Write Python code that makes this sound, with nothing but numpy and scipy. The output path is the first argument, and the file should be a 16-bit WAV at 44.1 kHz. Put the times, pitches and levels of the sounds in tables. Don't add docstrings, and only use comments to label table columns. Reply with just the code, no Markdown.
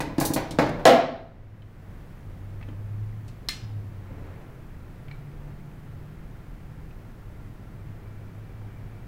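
import sys
import numpy as np
from scipy import signal
from scipy.fft import rfft, irfft
from scipy.io import wavfile
from scipy.ndimage import uniform_filter1d, minimum_filter1d

SR = 44100
rng = np.random.default_rng(int(sys.argv[2]) if len(sys.argv) > 2 else 0)


def output_pcm(signal):
    pcm = np.clip(np.atleast_2d(signal).T, -1, 1) * 32767
    wavfile.write(sys.argv[1], SR, np.round(pcm).astype(np.int16))


N = 399987
TIME_S = np.arange(N) / SR
RING_TIME_S = np.arange(SR) / SR

# t/s, force/dB, hardness cutoff/Hz, board ring/dB
SHELF_HITS = [(.004, -26, 3500, -6.5), (.073, -38, 500, 3.5), (.183, -26, 1460, 7),
              (0.211, -23, 2200, -3.5), (.303, -27.5, 446, 2), (.362, -24.5, 5000, -6.5),
              (0.378, -26, 2200, -10), (0.509, -35.5, 697, 0), (.587, -13.5, 2220, -5.5),
              (.618, -23.5, 1600, -12.5), (.664, -31, 2200, -8), (.75, -42.5, 900, -2),
              (.795, -35, 1300, -8.5)]
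# t/s, force/dB
FLOOR_HITS = [(.854, 6), (.863, 3), (.871, 6), (0.88, -5), (.893, -4), (.924, -3.5)]
LANDING_S = FLOOR_HITS[0][0]

def tin_blows(rim_hz=7000, soften_s=.05):
    on_shelf = [(s, db - 13, hard_hz, db - 4.5) for s, db, hard_hz, _ in SHELF_HITS]
    on_floor = [(s, db - 1.5, rim_hz * np.exp((LANDING_S - s) / soften_s), db - 1.5)
                for s, db in FLOOR_HITS]
    return on_shelf + on_floor


# f/Hz, level/dB, unstretched t60/s
TIN_MODES = [(152, -14, .55), (246, -11, .55), (262, -8, .3), (292, -13, .5), (356, -18, .5),
             (390, -17, .5), (456, -18, .5), (497, -3, .32), (510, -2, .4), (534, -8, .45), (556, -10, .35),
             (645, -7, .35), (661, -4, .46), (681, -1, .47), (759, -8, .44), (790, -10, .44),
             (926, -15, .38), (1044, -15, .45), (1320, -16, .4), (1681, -17, .35), (1960, -17, .35),
             (2790, -22, .35), (2971, -18, .35), (3310, -23, .3)]

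def tin_ring(modes_db=-4, tumble_depth=.85, t60_stretch=1.064):
    out = np.zeros(N)
    s, force_db, hard_hz, _ = np.transpose(tin_blows())
    for hz, db, t60_s in TIN_MODES:
        fed = np.zeros(N)
        fed[(s * SR).astype(int)] = amp(force_db) ** 2 / (1 + (hz / hard_hz) ** 2)
        kept_per_sample = amp(-120 / (t60_s * t60_stretch * SR))
        stored = signal.lfilter([1], [1, -kept_per_sample], fed + 1e-20)
        envelope = cut(np.sqrt(stored), 250, "low", order=2)
        tumble = 1 + tumble_depth * wander(hz=27)
        out += amp(db + modes_db) * envelope * tumble * np.sin(2 * np.pi * hz * TIME_S)
    return out


# f/Hz, density/dB
WALL_SPECTRUM = [(50, -29), (130, -10.5), (270, 1.5), (380, -7), (600, 6.5), (900, -4.5), (1200, -8),
                 (1900, -10), (2600, -16.5), (3800, -13.5), (5500, -12.5), (8000, -19.5), (15000, -24)]
# f/Hz, t60/s
WALL_DECAY = [(150, 0.26), (700, 0.14), (2500, 0.42), (6000, 0.073), (14000, 0.24)]

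def tin_rattle(walls_db=-3):
    out = np.zeros(N)
    for s, _, hard_hz, db in tin_blows():
        walls = fade(noise(SR, WALL_SPECTRUM), WALL_DECAY)
        add(out, s, amp(walls_db + db) * cut(walls, hard_hz, "low", order=1))
    return out


# f/Hz, density/dB
RIM_SPECTRUM = [(1000, -1.5), (3000, 4), (4300, 6), (5500, 2), (8000, 1.5), (12000, 3), (15500, 5)]

def skid(decay_s, low_hz, high_hz, slips_per_s=2500, slip_db=4):
    friction = rng.standard_normal(SR)
    slips = rng.random(SR) < slips_per_s / SR
    rasp = colour(friction * (1 + amp(slip_db) * slips), RIM_SPECTRUM)
    bright = unit(cut(rasp, low_hz, "high", order=3))
    return cut(bright, high_hz, "low", order=2) * np.exp(-RING_TIME_S / decay_s)


# t/s, level/dB, decay/s, centre/Hz
SKIDS = [(.005, -29.5, .012, 5740), (.181, -34.5, 0.018, 4440), (.201, -25, 0.035, 7330),
         (.251, -21, 0.021, 8000), (.336, -21, 0.014, 7560), (.5094, -29.5, 0.012, 4200),
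         (0.692, -37, 0.0063, 4500), (3.28, -44.5, 0.012, 4300)]

def scrapes(band_ratio=1.76, landing_db=3):
    out = np.zeros(N)
    for s, db, decay_s, hz in SKIDS:
        add(out, s, amp(db) * skid(decay_s, hz / band_ratio, hz * band_ratio))
    add(out, LANDING_S, amp(landing_db) * skid(decay_s=.002, low_hz=3000, high_hz=6000))
    return out


# f/Hz, level/dB, t60/s
BOARD_MODES = [(160, -9, .14), (215, -9, .1), (272, 0, .12), (300, 0, .3), (325, -5, .18), (505, -14, .1),
               (715, -17, .25)]
# f/Hz, level/dB, t60/s
THUD_MODES = [(171, -0.5, 0.032), (254, -7.5, 0.11), (497, -0.5, 0.02)]
# t/s, level/dB
PAW_STEPS = [(2.687, -37), (4.11, -38), (4.22, -44)]
# f/Hz, density/dB
FLOOR_SPECTRUM = [(60, -11), (150, 4), (260, 0), (450, -8.5), (1000, -19), (15000, -67)]

def bumps(tin_hz=380, paw_hz=550, paw_ring_db=-10.5, floor_db=-19):
    out, boards, thud = np.zeros(N), ring(BOARD_MODES), ring(THUD_MODES)
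    for s, db, _, ring_db in SHELF_HITS:
        add(out, s, amp(db) * cut(thud + amp(ring_db) * boards, tin_hz, "low", order=2))
    for s, db in PAW_STEPS:
        add(out, s, amp(db) * cut(thud + amp(paw_ring_db) * boards, paw_hz, "low", order=2))
    for s, db in FLOOR_HITS:
        add(out, s, amp(db + floor_db) * burst(FLOOR_SPECTRUM, decay_s=.012))
    return out


# f/Hz, density/dB
FRAME_SPECTRUM = [(150, -19), (400, -1), (600, 0), (830, 0.5), (1200, -8), (1750, -8), (2050, -8.5),
                  (2450, -9.5), (2900, -19.5), (4500, -15), (8000, -24.5), (15000, -22)]

def knocks(frame_db=1):
    out = np.zeros(N)
    for s, db, hard_hz, _ in SHELF_HITS:
        clack = burst(FRAME_SPECTRUM, decay_s=.013)
        add(out, s, amp(db + frame_db) * cut(clack, hard_hz, "low", order=1))
    return out


# t/s, level/dB, high-pass/Hz
JOINT_SNAPS = [(3.4867, -24, 3220), (3.4898, -24, 900), (3.499, -44, 1200)]
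# f/Hz, density/dB
SNAP_SPECTRUM = [(400, -19), (1200, -6), (2200, 2.5), (3200, -2), (4200, -2), (4600, -5.5), (5200, -2),
                 (6000, -7), (8500, -10), (12000, -15), (15500, -19)]
# f/Hz, level/dB, t60/s
JOINT_MODES = [(1200, -20, .1), (1812, -17, .2), (2060, -14, .2), (2165, -16, .18), (2396, -22, .25),
               (3413, -19, .28), (3926, -14, .17), (4101, -16, .17), (4152, -13, .15), (4181, -11, .22),
               (4238, -15, .34), (4866, -22, .16), (5230, -25, .13), (6735, -21, .11)]
# f/Hz, level/dB, t60/s
CLACK_MODES = [(4240, -0.5, 0.053), (5250, 2.5, 0.025)]

def crack(ring_db=-23, clack_db=-2):
    snaps, ringing = np.zeros(N), np.zeros(N)
    for s, db, low_hz in JOINT_SNAPS:
        snap = burst(SNAP_SPECTRUM, decay_s=.0034)
        add(snaps, s, amp(db) * cut(snap, low_hz, "high", order=2))
    s, db, _ = JOINT_SNAPS[0]
    add(ringing, s, amp(ring_db) * ring(JOINT_MODES) + amp(db + clack_db) * ring(CLACK_MODES))
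    return ringing + room(snaps, wet_db=-4.5)


# t/s, level/dB, slat pitch/Hz
WOOD_TICKS = [(1.621, -42, 3050), (2.612, -46, 1250), (2.627, -42, 2600), (2.687, -45, 3100),
              (5.083, -44, 2250), (5.112, -39, 2300), (5.114, -44, 4100)]
# f/Hz, density/dB
TICK_SPECTRUM = [(300, -10), (1000, -4), (2300, 1), (3100, -2), (4200, -6), (6500, -19), (15000, -30)]

def ticks(hard_hz=1760, faint_count=9, faint_db=-55, faint_hz=2100, shuffle_s=(1.4, 7.7)):
    out = np.zeros(N)
    faint = [(np.interp(when, (0, 1), shuffle_s), faint_db, faint_hz * 2 ** (pitch - .5))
             for when, pitch in rng.random((faint_count, 2))]
    for s, db, hz in WOOD_TICKS + faint:
        click = burst(TICK_SPECTRUM, decay_s=.006) + ring([(hz, 2, .035)])
        add(out, s, amp(db) * cut(click, hard_hz, "low", order=1))
    return out


# t/s, level/dB, half width/s
BODY_SHIFTS = [(2.7, -58, .12), (4.27, -50, .28), (5.45, -54.5, 0.16), (6.1, -63, .2), (8.1, -59, 0.28),
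               (8.85, -57, 0.35)]
# f/Hz, density/dB
FUR_SPECTRUM = [(200, 0), (400, 6.5), (1200, -6), (2200, -10.5), (3500, -22), (15000, -54)]

def rustle():
    envelope = sum(amp(db) * bell(s, width_s) for s, db, width_s in BODY_SHIFTS)
    return envelope * noise(N, FUR_SPECTRUM)


# start/s, end/s, first firing rate/Hz, last firing rate/Hz, level/dB
ENGINE_RUNS = [(1.0, 1.788, 106.6, 104.2, -48.5), (2.15, 3.417, 93.2, 110.5, -42.5),
               (3.48, 4.4, 114.1, 82.2, -43), (4.95, 6.353, 140.7, 151.1, -45),
               (6.55, 6.998, 154.2, 155.6, -46.5), (7.05, 9.208, 100.3, 106.7, -53.5)]

def engines(boom_hz=104.66, boom_width_hz=4.3, boom_db=11, octave_db=-24, ramp_s=.19):
    out = np.zeros(N)
    for start_s, end_s, first_hz, last_hz, db in ENGINE_RUNS:
        t = np.arange(0, end_s - start_s, 1 / SR)
        hz = np.linspace(first_hz, last_hz, len(t))
        phase = 2 * np.pi * np.cumsum(hz) / SR
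        boom = 1 + (amp(boom_db) - 1) / (1 + (2 * (hz - boom_hz) / boom_width_hz) ** 2)
        tone = np.sqrt(2) * (boom * np.sin(phase) + amp(octave_db) * np.sin(2 * phase))
        flutter = 1 + .11 * wander(hz=17)[:len(t)]
        envelope = np.minimum(np.minimum(t, t[::-1]) / ramp_s, 1)
        add(out, start_s, amp(db) * tone * flutter * envelope)
    return out


# f/Hz, density/dB
STREET_SPECTRUM = [(12, -2.5), (28, 2.5), (45, 1), (64, -6), (105, 0.5), (160, -5.5), (210, -11.5),
                   (300, -15), (550, -22.5), (1000, -27), (2000, -31), (2800, -38.5), (5000, -48),
                   (9000, -58)]
# t/s, lift/dB, half width/s
STREET_LIFTS = [(.2, 2.5, 0.54), (1.2, 9, .4)]

def street(base_db=-41):
    lift_db = sum(db * bell(s, width_s) for s, db, width_s in STREET_LIFTS)
    return amp(base_db + lift_db) * noise(N, STREET_SPECTRUM)


# start/s, end/s, f/Hz, level/dB
WHISTLE_TONES = [(3.9, 8.3, 1370, -71), (7.7, 9.07, 2330, -72.5)]

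def whistles(flicker_depth=.93):
    out = np.zeros(N)
    for start_s, end_s, hz, db in WHISTLE_TONES:
        gate = cut(1. * ((TIME_S > start_s) & (TIME_S < end_s)), 2.5, "low", order=1)
        flicker = 1 + flicker_depth * wander(hz=29)
        out += amp(db) * gate * flicker * np.sin(2 * np.pi * hz * TIME_S)
    return out


# f/Hz, density/dB
HISS_SPECTRUM = [(1000, -10.5), (5000, 3.5), (10000, 2.5), (15500, 5.5)]

def hiss(db=-68.5):
    return amp(db) * noise(N, HISS_SPECTRUM)


# f/Hz, t60/s
ROOM_T60 = [(120, 0.65), (500, 0.73), (2000, 0.52), (4000, 0.53), (6000, 0.43), (9000, 0.27), (15000, 0.21)]

def room(x, wet_db, build_s=.0057, echoes_per_s=4000):
    taps = rng.choice([-1, 1], SR) * (rng.random(SR) < echoes_per_s / SR)
    tail = fade(taps, ROOM_T60) * (1 - np.exp(-RING_TIME_S / build_s))
    return x + amp(wet_db) * signal.fftconvolve(x, tail / np.linalg.norm(tail))[:N]


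def amp(db):
    return 10 ** (np.asarray(db) / 20)


def unit(x):
    return x / np.sqrt(np.mean(x ** 2) + 1e-20)


def read(points, hz):
    table_hz, value = np.transpose(points)
    return np.interp(np.log(hz + 1), np.log(table_hz + 1), value)


def add(mix, s, sound):
    part = mix[max(round(s * SR), 0):][:len(sound)]
    part += sound[:len(part)]


def colour(x, spectrum):
    gain = amp(read(spectrum, np.fft.rfftfreq(len(x), 1 / SR)))
    return unit(irfft(rfft(x) * gain, len(x)))


def noise(samples, spectrum):
    return colour(rng.standard_normal(samples), spectrum)


def cut(x, hz, kind, order):
    return signal.sosfilt(signal.butter(order, hz, kind, fs=SR, output="sos"), x)


def fade(x, decay):
    hz, t, bands = signal.stft(x, nperseg=256, fs=SR)
    gain = amp(-60 * t / read(decay, hz)[:, None])
    return signal.istft(bands * gain, nperseg=256)[1][:len(x)]


def ring(modes):
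    return sum(amp(db - 60 * RING_TIME_S / t60_s) * np.sin(2 * np.pi * hz * RING_TIME_S)
               for hz, db, t60_s in modes)


def burst(spectrum, decay_s):
    return noise(SR, spectrum) * np.exp(-RING_TIME_S / decay_s)


def bell(s, width_s):
    return np.exp(-((TIME_S - s) / width_s) ** 2)


def wander(hz):
    return unit(cut(rng.standard_normal(N), hz, "low", order=2))


def scene():
    tin = tin_ring() + room(tin_rattle(), wet_db=-7)
    wood = room(scrapes(), wet_db=-9.5) + room(bumps(), wet_db=-5.5) + room(knocks(), wet_db=-4.5)
    fall = cut(tin + wood, 120, "high", order=3)
    rabbit = room(ticks(), wet_db=-11) + crack() + rustle()
    background = street() + engines() + whistles() + hiss()
    return (fall + rabbit + background)[None]


def record(dry, limit_db=-6, hold_s=.44, recovery_db_per_s=23, ceiling=.66, edge_hz=15850):
    x = dry[0]
    power_db = 10 * np.log10(abs(uniform_filter1d(x ** 2, size=350)) + 1e-12)
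    over_db = np.maximum(power_db - limit_db, 0)
    half_hold = int(hold_s * SR) // 2
    held_db = -minimum_filter1d(-over_db, 2 * half_hold + 1, origin=half_hold, mode="constant")
    recovery_db = TIME_S * recovery_db_per_s
    duck_db = np.maximum.accumulate(held_db + recovery_db) - recovery_db
    clipped = ceiling * np.tanh(x * amp(-duck_db) / ceiling)
    low_pass = signal.firwin(511, edge_hz, window=("kaiser", 9), fs=SR)
    return signal.oaconvolve(clipped, low_pass, "same")[None]


dry = scene()
out = record(dry)
output_pcm(out)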